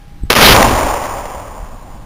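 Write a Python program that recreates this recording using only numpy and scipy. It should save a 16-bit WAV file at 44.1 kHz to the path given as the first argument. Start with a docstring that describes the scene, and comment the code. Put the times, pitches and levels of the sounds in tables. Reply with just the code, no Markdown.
"""Rifle shot in snowy woodland

One shot, heard on a small camera beside the shooter. The blast chokes the microphone, which
sputters, then overloads on the echoes from the near trunks; the far woods roll on. Wind and
handling bump the microphone; the recorder clips, and its coarse sampling adds a gritty treble."""
import sys
import numpy as np
from scipy import signal
from scipy.fft import rfft, irfft
from scipy.io import wavfile
from scipy.ndimage import uniform_filter1d, minimum_filter1d

SR = 44100
rng = np.random.default_rng(int(sys.argv[2]) if len(sys.argv) > 2 else 0)


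def to_wav(s):
    """Save 16-bit WAV."""
    ch = np.atleast_2d(s).T  # columns
    pcm = np.round(np.clip(ch, -1, 1) * 32767)  # PCM
    wavfile.write(sys.argv[1], SR, pcm.astype(np.int16))


N = 90405
TIME_S = np.arange(N) / SR
FREQ_HZ = np.fft.rfftfreq(N, 1 / SR)
SHOT_S = 0.302


def amp(db):
    """Decibels to gain."""
    return 10 ** (np.asarray(db) / 20)


def unit_rms(x):
    """Scales to rms 1."""
    return x / np.sqrt(np.mean(x ** 2) + 1e-20)


def at_freq(table, hz):
    """Reads a table on a log-frequency axis."""
    freqs, values = np.transpose(table)
    return np.interp(np.log(hz + 1), np.log(freqs + 1), values)


def envelope(levels):
    """Gain at every sample from a table of times and decibels."""
    return amp(np.interp(TIME_S, *np.transpose(levels)))


def noise(colour):
    """Noise of rms 1 with the given spectrum and nothing above its last point."""
    gain = amp(at_freq(colour, FREQ_HZ)) * (FREQ_HZ < colour[-1][0])
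    return unit_rms(irfft(rfft(rng.standard_normal(N)) * gain, N))


# Spectrum of the crack, right beside the rifle: freq_hz, level_db
CRACK_COLOUR = [(40, -10), (150, -4), (500, 0), (1000, 0), (2000, -1.5), (3000, -4), (3900, -9),
                (5000, -24)]
# Spectrum of an echo from far off: freq_hz, level_db
DULL_COLOUR = [(40, 2), (300, -10), (600, 7), (1100, -1), (2000, -2), (3000, -9.5), (3700, -6), (4500, -40)]
# Distinct echoes from trunks and the edges of the wood: start_s, level_db, decay_s
TRUNK_ECHOES = [(0.3122, -3, 0.0091), (0.3279, 0, 0.0044), (0.3524, 8.5, 0.012), (0.362, -2, 0.0071),
                (0.385, 2.5, 0.012), (0.5631, 14, 0.0018), (0.6274, 8, 0.0014), (.683, -46, .006),
                (.752, -18, 0.012), (0.774, -23, 0.0092), (0.889, -16, 0.0028), (0.911, -22, 0.0033),
                (1.038, -26, 0.012), (1.054, -32, 0.0038), (1.181, -29, 0.012), (1.254, -25, 0.0058)]

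def rifle_shot():
    """The hammer's tick, the muzzle blast and its distinct echoes, duller the farther they travel."""
    hammer_lead_s, blast_hold_s, blast_decay_s = 0.0028, 0.0031, 0.0048
    echo_rise_s, dulling_s = 0.00039, 0.6
    t = TIME_S - SHOT_S
    hammer = amp(-21) * (t > -hammer_lead_s) * (t < 0)
    blast = amp(19) * (t >= 0) * np.exp(-np.maximum(t - blast_hold_s, 0) / blast_decay_s)
    power = hammer ** 2 + blast ** 2
    for start_s, level_db, decay_s in TRUNK_ECHOES:
        age = np.maximum(TIME_S - start_s, 0)
        echo = amp(level_db) * np.minimum(age / echo_rise_s, 1) * np.exp(-age / decay_s)
        power += echo ** 2
    bright_share = np.exp(-(t / dulling_s) ** 2)
    crack = np.sqrt(power * bright_share) * noise(CRACK_COLOUR)
    dull = np.sqrt(power * (1 - bright_share)) * noise(DULL_COLOUR)
    return crack + dull


def echo_clumps(depth_db=2.5, cutoff_hz=91, settle_s=0.86):
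    """A fluttering gain: echoes arrive in random clumps that even out with time."""
    wander = unit_rms(irfft(rfft(rng.standard_normal(N)) / (1 + (FREQ_HZ / cutoff_hz) ** 4), N))
    settling = np.exp(-np.maximum(TIME_S - SHOT_S, 0) / settle_s)
    return amp(depth_db * settling * wander)


# Spectrum of the scatter from the trunks around the shooter: freq_hz, level_db
SCATTER_COLOUR = [(30, 2), (80, -3), (150, 3), (350, -4), (1000, 0), (2000, -2), (3000, 0.5), (3900, -0.5),
                  (5000, -32.5)]
# Level of that scatter at the microphone: time_s, level_db
SCATTER_LEVEL = [(.302, -3.5), (0.409, -2), (.465, 1), (.525, -3.5), (0.546, -13.5), (0.632, -22.5),
                 (0.682, -22.5), (1.0, -46), (2.05, -92)]

def near_trunks():
    """Bright scatter swells as the blast reaches more trunks, then drops past the edge of the stand."""
    return envelope(SCATTER_LEVEL) * (TIME_S > SHOT_S) * echo_clumps() * noise(SCATTER_COLOUR)


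# Spectrum of the roll from the distant woods: freq_hz, level_db
ROLL_COLOUR = [(40, -1.5), (100, -7.5), (180, -17.5), (280, -2), (400, -5.5), (560, 0.5), (1100, -0.5),
               (1400, -10.5), (2000, -11.5), (2900, -16.5), (3900, -25), (5000, -43)]
# Time the roll takes to fall by 60 dB: freq_hz, t60_s
ROLL_DECAY = [(100, 2.56), (250, 1.84), (600, 2.47), (1100, 2.515), (2000, 2.12), (4000, 2.17)]
# Far groves that throw the roll back more strongly: centre_s, gain_db, width_s
GROVE_SURGES = [(.622, 2.5, 0.033), (1.05, 0, 0.013), (1.94, 4, 0.057)]

def far_woods(level_db=-8, peak_s=0.56, rise_s=0.28):
    """A hollow roll returns from the distance, each band dying at its own speed."""
    hz, frame_s, bands = signal.stft(noise(ROLL_COLOUR), SR, nperseg=1024)
    fade = amp(-60 * np.maximum(frame_s - peak_s, 0) / at_freq(ROLL_DECAY, hz)[:, None])
    roll = signal.istft(bands * fade, SR, nperseg=1024)[1][:N]
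    swell = np.exp(np.minimum(TIME_S - peak_s, 0) / rise_s) * (TIME_S > SHOT_S)
    surges_db = sum(gain_db * np.exp(-((TIME_S - centre_s) / width_s) ** 2)
                    for centre_s, gain_db, width_s in GROVE_SURGES)
    return amp(level_db + surges_db) * swell * echo_clumps() * roll


# Spectrum of the report's bass: freq_hz, level_db
BASS_COLOUR = [(30, -1.5), (55, 0), (80, 1.5), (105, 2), (135, -13), (165, -10), (260, -5.5), (400, -17),
               (700, -83)]
# Level of that bass where the shooter stands: time_s, level_db
BASS_LEVEL = [(.302, -32), (0.451, -23), (0.517, -7), (.58, -17), (.63, -13.5), (.75, -19), (1.048, -35.5),
              (1.15, -35), (2.05, -46.5)]

def boom():
    """The bass of the report builds up and rumbles away."""
    return envelope(BASS_LEVEL) * (TIME_S > SHOT_S) * noise(BASS_COLOUR)


# Bumps on the camera body as the shooter moves: centre_s, level_db, width_s, pitch_hz, contact_s
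CAMERA_BUMPS = [(.2368, -11, 0.0096, 45, 0.0012), (.254, -22, .004, 91, 0.0013),
                (.845, -18.5, 0.012, 66, 0.0011), (1.63, -20, .016, 39.6, 0.0024)]

def handling_bumps():
    """Soft low thuds: a brief contact inside a cycle or two of sway."""
    thuds = np.zeros(N)
    for centre_s, level_db, width_s, pitch_hz, contact_s in CAMERA_BUMPS:
        t = TIME_S - centre_s
        sway = np.exp(-np.hypot(t, width_s) / width_s) * np.cos(2 * np.pi * pitch_hz * t)
        knock = np.exp(-(t / contact_s) ** 2)
        thuds -= amp(level_db) * (2 * sway + amp(1) * knock)
    return thuds


# Spectrum of the wind right on the microphone: freq_hz, level_db
WIND_COLOUR = [(10, -7.5), (25, 0), (55, -7), (90, -15), (160, -15.5), (300, -25), (600, -58), (2000, -82)]
# Its slow rise and fall: time_s, level_db
GUST_LEVEL = [(0, -36.5), (.2, -31), (.5, -27), (.9, -33.5), (1.5, -32.5), (2.05, -31)]

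def wind():
    """Moving air buffets the microphone with a low rumble."""
    return envelope(GUST_LEVEL) * noise(WIND_COLOUR)


# Spectrum of the hiss at the camera's position: freq_hz, level_db
HISS_COLOUR = [(50, 0), (300, -3), (800, -5), (2000, -8), (3200, -10), (4000, -12.5), (5000, -24)]

def hiss(level_db=-49):
    """A faint, steady hiss lies under everything."""
    return amp(level_db) * noise(HISS_COLOUR)


# Tones from the camera itself, close to its microphone: pitch_hz, level_db
WHINE_TONES = [(813, -53.5), (1626, -64.5)]

def camera_whine():
    """The camera gives off a thin, steady tone and its octave."""
    return sum(amp(level_db) * np.sqrt(2) * np.sin(2 * np.pi * pitch_hz * TIME_S)
               for pitch_hz, level_db in WHINE_TONES)


def scene():
    """The shot and the woods' answer over the quiet background, in mono."""
    report = rifle_shot() + near_trunks() + far_woods() + boom()
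    return (report + handling_bumps() + wind() + hiss() + camera_whine())[None]


# Share of the time (0-1) that the microphone responds just after the blast: time_s, open_share
MIC_RESPONSE = [(0.301, 1), (0.306, 0.14), (0.309, 0.1), (.322, .1), (0.331, 0.24), (.336, 0.03),
                (0.349, 0), (0.351, 0.1), (0.36, 0), (0.364, 0.5), (0.384, 0.1), (.389, .38), (0.403, .12),
                (0.414, 0.7), (0.441, .95)]

def choked_microphone(sound, leak_db=-17.5):
    """While the microphone is choked, the strongest peaks break through and the rest only leaks."""
    open_share = np.interp(TIME_S, *np.transpose(MIC_RESPONSE), left=1, right=1)
    peaks = -minimum_filter1d(-abs(sound), size=7)
    # Rank each peak, 0-1, among its neighbours about 3 ms to either side.
    rank = np.mean([peaks >= np.roll(peaks, lag) for lag in range(-150, 151, 6)], axis=0)
    is_open = (rank > 1 - open_share) & (open_share > 0.015)
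    gate = uniform_filter1d(is_open.astype(float), size=3)
    return sound * np.maximum(gate, amp(leak_db))


def record(dry):
    """The microphone chokes; the recorder clips, holds each coarse sample and limits the band."""
    ceiling, hold_hz, cutoff_hz = 0.9, 8003, 15600
    clipped = np.clip(choked_microphone(dry[0]), -ceiling, ceiling)
    held = np.interp(np.floor(TIME_S * hold_hz) / hold_hz, TIME_S, clipped)
    lowpass = signal.firwin(511, cutoff_hz, window=("kaiser", 7), fs=SR)
    return signal.oaconvolve(held, lowpass, "same")[None]


dry = scene()
out = record(dry)
to_wav(out)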